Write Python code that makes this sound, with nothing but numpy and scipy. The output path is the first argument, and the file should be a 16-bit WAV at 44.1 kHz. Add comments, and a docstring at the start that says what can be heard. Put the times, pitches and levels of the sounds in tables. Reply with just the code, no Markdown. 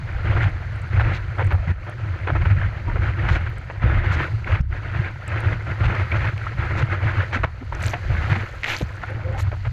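"""Surfboard riding whitewater

Heard from a waterproof camera on the board's nose. Each time the nose ploughs in, a bow wave
rushes and churns. Small waves slap the board, and the shaking makes the camera mount boom near
100 Hz. Wind rumbles, spray ticks on the camera case, and now and then a sheet of water thumps the
microphone opening and muffles it. At the end, spray showers the case and water gurgles at the nose."""
import sys
import numpy as np
from scipy import signal
from scipy.fft import rfft, irfft, next_fast_len
from scipy.io import wavfile
from scipy.ndimage import uniform_filter1d

SR = 44100
rng = np.random.default_rng(int(sys.argv[2]) if len(sys.argv) > 2 else 0)


def dump(signal):
    """Clip the signal to [-1, 1] and save it as 16-bit WAV at the path in sys.argv[1]."""
    limited = np.clip(np.atleast_2d(signal).T, -1, 1)
    pcm = np.round(limited * 32767).astype(np.int16)
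    wavfile.write(sys.argv[1], SR, pcm)


N = 428652
T = np.arange(N) / SR
TOP_HZ = 15200  # upper edge of the treble


def gain_of(db):
    """Turns decibels into a number to multiply a sound by."""
    return 10 ** (np.asarray(db) / 20)


def unit_rms(x):
    """Scales a signal so that its average strength (rms) is 1."""
    return x / np.sqrt(np.mean(x ** 2) + 1e-20)


def follow(curve, column=1):
    """Joins the dots of one dB column, giving a gain for every sample."""
    rows = np.array(curve)
    return gain_of(np.interp(T, rows[:, 0], rows[:, column]))


def add(mix, start, sound):
    """Mixes a sound in at a start time in seconds."""
    part = mix[max(round(start * SR), 0):][:len(sound)]
    part += sound[:len(part)]


def drift(rate_hz):
    """A random wobble, no faster than about the given rate."""
    hz = np.fft.rfftfreq(N, 1 / SR)
    return unit_rms(irfft(rfft(rng.standard_normal(N)) * np.exp(-(hz / rate_hz) ** 2), N))


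def surges(rows, rise_s, fall_s, growth_db=0):
    """Gain for a series of pushes: each builds up, changes by growth_db as it lasts, then dies away."""
    t, power = T[::64], 0
    for start, length, db in rows:
        age = t - start
        fades = np.exp(np.minimum(age, 0) / rise_s - np.maximum(age - length, 0) / fall_s)
        progress = np.clip(age / length, 0, 1)
        power = power + (fades * gain_of(db + growth_db * (progress - 1))) ** 2
    return np.interp(T, t, np.sqrt(power))


def focus(spectrum, centre_hz, slope_db):
    """Turns a spectrum down on both sides of a centre, by slope_db at one octave away."""
    return [(f, db - slope_db * np.log2(f / centre_hz) ** 2) for f, db in spectrum]


# pitches that the camera case boosts or weakens: f/Hz, width/Hz, level/dB
CASE_RESONANCES = [(351.6, 29.2, 8), (388.5, 34, -3.5), (495, 30, 1), (1141, 64, -4.5), (1400, 180, 1),
                   (3830, 83, -1), (4070, 320, 3), (5450, 160, -0.5), (6270, 410, 4.5), (7200, 430, 2)]
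def colour(x, spectrum):
    """Gives a sound the tone of a spectrum, as heard through the case, at rms 1."""
    size = next_fast_len(len(x))
    hz = np.fft.rfftfreq(size, 1 / SR)
    points_hz, points_db = np.transpose(spectrum)
    tone_db = np.interp(np.log(hz + 1), np.log(points_hz), points_db)
    case_db = sum(db * np.exp(-.5 * ((hz - f) / width) ** 2) for f, width, db in CASE_RESONANCES)
    return unit_rms(irfft(rfft(x, size) * gain_of(tone_db + case_db), size)[:len(x)])


def rumble(spectrum, force, settle_s, steadiness):
    """Deep noise, evened out so that its loudness keeps close to the force driving it."""
    noise = colour(rng.standard_normal(N), spectrum)
    power = uniform_filter1d(abs(signal.hilbert(noise)) ** 2, size=int(settle_s * SR))
    return unit_rms(noise / (power + 0.039) ** (steadiness / 2)) * force


# air flowing over the moving camera: t/s, level/dB
AIRFLOW = [(0.0, -26.5), (1.43, -27.5), (2.0, -32), (2.54, -21), (2.71, -28.5), (3.19, -23), (3.65, -32.5),
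           (4.11, -24), (5.25, -33.5), (5.49, -28), (7.23, -28), (7.58, -31), (8.28, -27.5), (8.47, -37),
           (9.12, -31.5), (9.37, -31), (9.72, -25.5)]
# gusts across the microphone opening: t/s, length/s, level/dB
WIND_GUSTS = [(0.27, 0.29, -29.5), (0.96, 0.099, -21.5), (1.52, .11, -25.5), (2.34, .13, -21.5),
              (2.95, .1, -25), (3.84, 0.17, -19.5), (4.6, 0.068, -26), (8.08, 0.36, -38), (8.82, .03, -31),
              (9.45, 0.34, -31.5)]
# tone of the wind: f/Hz, level/dB
WIND_TONE = [(10, -26), (22, -15.5), (38, -1.5), (55, 0.5), (70, 3.5), (110, -14), (300, -44.5),
             (1500, -92.5)]
def wind(airflow_db=-6, swirl_db=5.2):
    """Moving air rumbles in the microphone opening, swelling with every swirl and gust."""
    swirls = gain_of(airflow_db + swirl_db * drift(rate_hz=7.5)) * follow(AIRFLOW)
    gusts = surges(WIND_GUSTS, rise_s=0.012, fall_s=0.035)
    return rumble(WIND_TONE, np.hypot(gusts, swirls), settle_s=0.098, steadiness=0.92)


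def bubbles(low_hz, high_hz, per_s, cycles, spread_db, pitches=17):
    """A swarm of bubbles: each rings, rises a little in pitch and dies away."""
    out = np.zeros(N)
    for hz in np.geomspace(low_hz, high_hz, pitches):
        progress = np.linspace(0, 1, int(cycles * SR / hz) + 8)
        envelope = np.exp(-4.5 * progress) * (1 - np.exp(-25 * progress))
        ring = np.sin(2 * np.pi * cycles * (progress + 0.1 * progress ** 2)) * envelope
        when, size, lottery = rng.random((900, 3)).T
        born = lottery < per_s * N / SR / pitches / len(lottery)
        strength = gain_of(spread_db * np.minimum(-np.log(1 - size), 3.5))  # a few are much louder
        births = np.bincount((when[born] * N).astype(int), strength[born], N)
        out += signal.oaconvolve(births, ring)[:N]
    return unit_rms(out)


# the foaming sea all around, also heard in whitewater(): t/s, wash level/dB, foam level/dB
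BROKEN_SEA = [(0.0, -39.5, -55.5), (0.24, -40.5, -55.5), (1.87, -41, -57.5), (3.14, -38.5, -56.5),
              (3.74, -43.5, -58.5), (4.09, -43, -72), (4.22, -40.5, -51), (4.55, -49, -60.5),
              (6.09, -36.5, -53), (6.36, -42.5, -53.5), (6.98, -37.5, -57), (7.28, -39.5, -53),
              (7.47, -48, -59), (8.28, -37, -49), (8.47, -41.5, -54.5), (9.18, -42, -57), (9.72, -51, -55)]
def droplets(level_db=-20):
    """Stray droplets thrown up by the foam tick on the case all the time."""
    ticks = bubbles(6000, 14000, per_s=60, cycles=11, spread_db=1.5)
    tone = [(3000, -9), (6500, -11), (8500, -11), (13000, -13.5)]
    return gain_of(level_db) * colour(ticks, tone) * follow(BROKEN_SEA, column=2)


# single drops hitting the case: t/s, peak level/dB, f/Hz
DROP_HITS = [(0.7607, -50, 8770), (0.818, -44, 8300), (1.4457, -44, 8400), (1.4684, -41.5, 8400),
             (1.5319, -43, 12700), (1.8973, -44, 8800), (3.3286, -33, 4150), (3.4988, -50, 13510),
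             (3.5828, -43, 7860), (4.6109, -41, 5400), (5.2794, -30.5, 7800), (5.4043, -37, 8760),
             (5.9514, -23, 1890), (6.379, -23.5, 2230), (7.75, -32.5, 6100), (7.8276, -29, 7900),
             (7.864, -22, 7200), (7.882, -24, 4560), (8.634, -12, 1990), (8.6427, -9, 2120),
             (8.6472, -10.5, 1950), (8.6607, -13, 1930), (8.766, -18, 4570), (8.9563, -46.6, 8700),
             (9.1049, -52, 9110), (9.3967, -38, 9900), (9.4242, -45, 9050)]
def drops(ring_s=0.0013, rise_s=0.00022, splash=0.61):
    """A drop pings on the case and scatters in a tiny splash around the same pitch."""
    out, t = np.zeros(N), np.arange(800) / SR
    envelope = np.exp(-t / ring_s) * (1 - np.exp(-(t / rise_s) ** 2))
    for start, db, hz in DROP_HITS:
        tone = [(hz / 10, -50), (hz / 2, -20), (hz, 0), (hz * 2, -22), (hz * 10, -65)]
        scatter = colour(rng.standard_normal(len(t)), tone)
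        ping = (np.sin(2 * np.pi * hz * t) + splash * scatter) * envelope
        add(out, start, gain_of(db) * ping / abs(ping).max())
    return out


# spray landing on the case: t/s, length/s, level/dB, centre f/Hz, drops per second
SPRAY_SHOWERS = [(1.124, 0.064, -36.5, 2460, 5700), (3.292, .09, -40.5, 2930, 17000),
                 (4.111, 0.05, -37.5, 3120, 12000), (6.767, 0.046, -41, 2900, 10000),
                 (7.32, .06, -38, 2800, 9100), (7.79, 0.16, -42, 6240, 1100),
                 (7.901, 1.34, -59.5, 5670, 880), (8.645, 0.13, -27, 2320, 12800),
                 (8.653, 0.11, -48.5, 10400, 10000), (8.738, 0.11, -41, 4630, 1500),
                 (9.371, 0.065, -44.5, 7600, 2300)]
# tone of the spray: f/Hz, level/dB
SPRAY_TONE = [(200, 34.5), (1300, 3), (2300, 3), (3600, -7), (7500, -18), (9000, -29), (12000, -18),
              (15000, -35)]
def showers(spread_db=3, rise_s=0.000069, tick_s=0.00025):
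    """A cloud of drops sweeps over the case, swelling and fading; each ticks at its own pitch."""
    out, t = np.zeros(N), np.arange(200) / SR
    envelope = np.exp(-t / tick_s) * (1 - np.exp(-t / rise_s))
    for start, length, db, hz, per_s in SPRAY_SHOWERS:
        when, size, pitch = rng.random((2048, 3))[:int(per_s * length)].T[:, :, None]
        strength = np.sin(np.pi * when) * gain_of(spread_db * np.minimum(-np.log(1 - size), 3))
        ticks = strength * np.sin(2 * np.pi * pitch * TOP_HZ * t) * envelope
        samples = ((when * length + t) * SR + .5).astype(int)
        patter = np.bincount(samples.ravel(), ticks.ravel())
        add(out, start, gain_of(db) * colour(patter, focus(SPRAY_TONE, hz, slope_db=3.5)))
    return out


# pockets of air ringing under the nose: t/s, length/s, level/dB, f/Hz
AIR_POCKETS = [(1.398, 0.036, -28, 913), (1.417, 0.012, -19.5, 500), (1.865, 0.028, -42, 353),
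               (2.614, 0.009, -17, 1690), (2.871, 0.074, -30, 955), (2.95, 0.043, -29.5, 413),
               (4.445, 0.0046, -23.5, 1970), (4.474, 0.0074, -25, 1540), (6.116, 0.015, -17, 2110),
               (6.466, 0.013, -19, 1266), (7.352, 0.043, -24, 240), (7.607, 0.051, -28.5, 254),
               (7.722, 0.012, -22.5, 933), (7.932, 0.059, -26.5, 685), (8.353, 0.074, -28.5, 226),
               (9.033, 0.027, -28.5, 720), (9.034, 0.027, -23.5, 1410), (9.085, 0.077, -33.5, 516),
               (9.161, 0.035, -42, 880), (9.24, 0.15, -28.5, 513), (9.343, 0.05, -27, 750),
               (9.524, 0.013, -22, 597)]
def gurgles(level_db=-1, glide=0.035, wobble=0.06, rough_db=4.5):
    """Trapped air sings a short, ragged note that rises as it nears the surface."""
    out = np.zeros(N)
    waver = drift(rate_hz=450)
    shudder = gain_of(rough_db * drift(rate_hz=710))
    for start, length, db, hz in AIR_POCKETS:
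        progress = np.linspace(0, 1, int(length * SR))
        samples = int(start * SR) + np.arange(len(progress))
        pitch = hz * (1 + glide * progress + wobble * waver[samples])
        swell = np.sin(np.pi * progress ** 0.5) ** 2 * unit_rms(shudder[samples])
        add(out, start, gain_of(db + level_db) * swell * np.sin(2 * np.pi * np.cumsum(pitch) / SR))
    return out


# small waves slapping the nose: t/s, length/s, level/dB, centre f/Hz
WAVE_SLAPS = [(0.364, 0.021, -26.5, 1000), (0.424, 0.025, -26, 1440), (0.995, 0.026, -23.5, 1190),
              (1.383, 0.046, -25.5, 1010), (1.506, 0.02, -26.5, 1160), (1.527, 0.027, -32, 860),
              (1.674, 0.036, -35, 1260), (1.866, 0.029, -34.5, 840), (2.272, 0.0061, -22.5, 1010),
              (2.283, 0.028, -23, 885), (2.352, 0.02, -24.5, 1000), (2.414, 0.015, -30.5, 1190),
              (2.452, 0.02, -26, 1190), (2.501, 0.019, -30, 1290), (2.957, 0.017, -28.5, 780),
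              (3.283, 0.021, -22.5, 1430), (3.354, 0.016, -25, 1220), (3.7, 0.013, -30, 1030),
              (5.838, 0.028, -27.5, 1430), (6.159, 0.016, -29.5, 1570), (6.244, 0.013, -25.5, 1200),
              (6.708, 0.018, -31, 1060), (6.818, 0.01, -24.5, 1210), (7.329, 0.023, -24, 1310),
              (7.434, 0.015, -18, 1030), (7.722, 0.0095, -32, 1050), (7.835, 0.0047, -27, 1350),
              (7.934, 0.011, -23, 1110), (8.299, 0.034, -25, 1480), (8.353, 0.017, -26, 1370),
              (8.806, 0.02, -27, 516), (9.029, 0.0094, -33, 1290), (9.378, 0.029, -32, 1330),
              (9.516, 0.0041, -31.5, 940), (9.524, 0.025, -35, 810), (9.647, 0.031, -33.5, 1070)]
# tone of a slap: f/Hz, level/dB
SLAP_TONE = [(100, -18.5), (280, 2.5), (600, -4.5), (1400, -5), (2200, -5.5), (3200, -14), (5000, -21.5),
             (8000, -22), (15000, -63.5)]
def slaps(level_db=-1, rise_s=0.0012, stop_s=0.0018, grain_db=3, wet_db=-13, wet_s=0.022):
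    """A slap is a tight bunch of tiny hits that stops quickly and leaves a short, wet tail."""
    out, t = np.zeros(N), np.arange(4096) / SR
    for start, length, db, hz in WAVE_SLAPS:
        noise, sizes = rng.standard_normal((2, len(t)))
        hits = noise * gain_of(grain_db * np.repeat(sizes[::64], 64))
        burst = colour(hits, focus(SLAP_TONE, hz, slope_db=4.5))
        after = np.maximum(t - length, 0)
        tail = np.maximum(np.exp(-after / stop_s), gain_of(wet_db) * np.exp(-after / wet_s))
        burst *= np.minimum(t / rise_s, 1) * tail
        burst /= np.std(burst[:int(length * SR) + 60])
        add(out, start - rise_s / 2, gain_of(db + level_db) * burst)
    return out


# water covering the microphone: t/s, thump level/dB, thump f/Hz, length/s, muffling/dB
WATER_SHEETS = [(1.715, -28, 88, .11, 6.5), (4.608, -8, 97, 0.091, 9.5), (7.45, -12.5, 90, .26, 1.5),
                (8.831, -11, 107, 0.27, 0)]
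def wet_microphone(sound):
    """A sheet of water thumps the opening and can turn the given sound down until it drains."""
    thumps, loss_db = np.zeros(N), np.zeros(N)
    t = np.arange(-1024, 1024) / SR
    for start, db, hz, length, muffle_db in WATER_SHEETS:
        push = (np.pi * hz * t) ** 2
        add(thumps, start + t[0], -gain_of(db) * (1 - 2 * push) * np.exp(-push))
        covered = np.interp(T - start, [.003, .007, 0.69 * length, 1.21 * length], [0, 1, 1, 0])
        loss_db += muffle_db * covered
    return thumps + sound * gain_of(-loss_db)


# the hardest bumps from waves below: t/s, length/s, level/dB, f/Hz
HARD_BUMPS = [(0.385, 0.023, -7, 101), (0.986, 0.021, -10.5, 97), (1.466, 0.069, -8.5, 99),
              (1.55, 0.052, -11.5, 91), (2.328, 0.011, -8.5, 92), (2.525, 0.052, -12, 99),
              (3.319, 0.015, -8.5, 95), (3.843, 0.0061, -7, 83.5), (4.347, 0.041, -16, 102),
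              (4.542, 0.043, -13.5, 90), (4.999, 0.013, -8.5, 108), (5.473, 0.027, -11, 101),
              (6.005, 0.061, -11.5, 93), (6.35, 0.045, -21, 96), (6.836, 0.025, -7.5, 116),
              (7.198, 0.043, -8.5, 97.3), (7.862, 0.033, -13, 99), (8.323, 0.021, -7, 121),
              (9.482, 0.022, -9.5, 93), (9.682, .045, -15, 111)]
def knocks(level_db=-1, swell=5.3, fade=5.0, sag=0.043):
    """A bump swings the camera mount briefly, the pitch sagging as the push lets go."""
    out = np.zeros(N)
    for (peak_time, length, db, hz), phase in zip(HARD_BUMPS, rng.random(len(HARD_BUMPS))):
        from_peak = np.arange(-2 * length, 2 * length, 1 / SR) / length
        swing = np.sin(2 * np.pi * (phase + hz * length * (from_peak - sag * from_peak ** 2)))
        envelope = np.exp(-np.where(from_peak < 0, swell, fade) * from_peak ** 2)
        add(out, peak_time - 2 * length, gain_of(db + level_db) * swing * envelope)
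    return out


# the nose digging into the water: t/s, length/s, rush level/dB, churn level/dB, shake level/dB
NOSE_PLUNGES = [(0.252, .22, -31, -33.5, -20), (0.933, 0.2, -31.5, -32.5, -20.5),
                (1.39, 0.19, -58, -45, -24.5), (1.682, 0.031, -35.5, -36.5, -14),
                (1.988, .17, -42.5, -41, -27), (2.32, 0.35, -38, -43, -22.5), (2.86, 0.21, -45, -39, -28.5),
                (3.019, 0.072, -30, -37.5, -23.5), (3.197, 0.17, -31.5, -33, -24.5),
                (3.412, 0.063, -38, -49, -23.5), (3.826, .17, -30.5, -32, -21),
                (4.043, 0.2, -27, -32, -22.5), (4.474, 0.083, -27, -30.5, -30),
                (4.731, 0.052, -34.5, -39.5, -30), (4.827, 0.19, -35, -42.5, -31),
                (4.948, 0.13, -33.5, -36.5, -27), (5.28, 0.13, -30.5, -37, -26),
                (5.439, 0.093, -29, -31, -23), (5.672, 0.05, -32, -33.5, -24.5),
                (5.807, .11, -30, -33, -19.5), (5.953, 0.059, -28.5, -32, -22.5),
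                (6.117, 0.17, -29, -35, -22), (6.424, 0.059, -34, -47, -33),
                (6.584, 0.11, -31, -35.5, -24.5), (6.707, 0.11, -28, -30.5, -24),
                (6.903, 0.043, -27.5, -33.5, -25), (7.029, 0.082, -29, -33, -21),
                (7.144, 0.078, -28, -34, -25.5), (7.337, 0.032, -29, -31, -23.5),
                (7.728, 0.22, -35, -34.5, -31.5), (8.097, 0.074, -36.5, -37.5, -19.5),
                (8.171, 0.27, -31.5, -35, -26), (9.01, 0.092, -38, -57, -48),
                (9.156, 0.31, -43.5, -41, -26.5)]
def plunges(column, rise_s=0.014, fall_s=0.026, growth_db=-0.5):
    """Gain from one level column: it builds as the nose digs in and falls as the wave collapses."""
    return surges([(row[0], row[1], row[column]) for row in NOSE_PLUNGES], rise_s, fall_s, growth_db)


# tone of the shaking camera mount: f/Hz, level/dB
MOUNT_TONE = [(25, -22.5), (55, -21), (72, -8.5), (88, -1), (103, 1), (122, -5), (150, -18), (200, -26.5),
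              (280, -50), (600, -77), (2000, -91)]
def mount_boom(airflow_db=-1, judder_db=2):
    """The camera mount trembles in the airflow and booms in uneven jolts through every plunge."""
    shake = plunges(column=4, rise_s=0.0081, fall_s=0.02)
    force = np.hypot(shake, gain_of(airflow_db) * follow(AIRFLOW))
    judder = unit_rms(gain_of(judder_db * drift(rate_hz=39)))
    return rumble(MOUNT_TONE, force * judder, settle_s=0.027, steadiness=0.56)


def froth(patchy_db):
    """Clouds of bubbles born together: noise in patches about 15 ms long and 400 Hz wide."""
    grid = signal.stft(rng.standard_normal(N), nperseg=512, noverlap=384)[2]
    patches = uniform_filter1d(rng.standard_normal(grid.shape), size=5, axis=0)  # blur across pitch
    patches = uniform_filter1d(patches, size=6, axis=1)  # blur across time
    grid *= gain_of(patchy_db * unit_rms(patches))
    return unit_rms(signal.istft(grid, nperseg=512, noverlap=384)[1][:N])


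# tones of the water, from tiny foam bubbles to big air pockets dragged under: f/Hz, level/dB
FOAM_TONE = [(1200, -8), (2600, 5.5), (3400, -1.5), (4600, 1), (5400, -7), (6500, -11.5), (7500, -14.5),
             (8600, -23), (12300, -19.5), (13500, -30.5), (15000, -36.5)]
RUSH_TONE = [(300, -10), (900, -8.5), (1200, -4), (1450, 0), (2100, -0.5), (2600, -8), (3300, -16.5),
             (5000, -37), (8000, -54.5), (15000, -73)]
CHURN_TONE = [(120, -16), (230, -1.5), (330, -5.5), (600, 2.5), (950, -0.5), (1300, 2.5), (2200, -22.5),
              (5000, -61)]
GLUG_TONE = [(90, -21), (150, -0.5), (190, -2), (250, -7), (330, 0.5), (420, -13), (900, -35)]
def whitewater(flicker_db=1.5, heave_db=0.7):
    """Froth and bubbles wash all around and swell into a bow wave, fluttering as the water tears."""
    flutter = unit_rms(gain_of(flicker_db * drift(rate_hz=27) + heave_db * drift(rate_hz=16)))
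    rush = froth(patchy_db=2) + 0.3024 * bubbles(1006, 3480, per_s=650, cycles=13.4, spread_db=3.5)
    churn = froth(patchy_db=1.5) + 0.28 * bubbles(275, 1033, per_s=200, cycles=9.1, spread_db=2.5)
    foam = rng.standard_normal(N) + 0.2 * bubbles(2820, 7500, per_s=700, cycles=23, spread_db=2.8)
    glug = bubbles(130, 357, per_s=200, cycles=8, spread_db=0.5)
    # during a plunge the bright rush grows while the low churn eases
    bright, low = plunges(column=2, growth_db=2), plunges(column=3)
    wash, fizz = follow(BROKEN_SEA, column=1), follow(BROKEN_SEA, column=2)
    # hypot adds two gains by their power, the way separate noises add up
    rush = colour(rush, RUSH_TONE) * np.hypot(bright, gain_of(-1) * wash)
    churn = colour(churn, CHURN_TONE) * np.hypot(gain_of(-3) * low, gain_of(-4) * wash)
    foam = colour(foam, FOAM_TONE) * np.hypot(gain_of(-24) * bright, fizz)
    glug = colour(glug, GLUG_TONE) * gain_of(-9) * low
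    return flutter * (rush + churn + glug) + foam


def scene():
    """Water and the booming mount pass through the wet microphone; spray, knocks and wind go on top."""
    muffled = wet_microphone(whitewater() + slaps() + gurgles() + droplets() + mount_boom())
    return (muffled + showers() + drops() + knocks() + wind())[None]


def record(dry, ceiling=0.63):
    """The microphone rounds off the biggest swings, then the highest treble is cut."""
    rounded = dry / (1 + (dry / ceiling) ** 6) ** (1 / 6)
    lowpass = signal.firwin(255, TOP_HZ, window=("kaiser", 9), fs=SR)
    return signal.oaconvolve(rounded, lowpass[None], "same")


dry = scene()
out = record(dry)
dump(out)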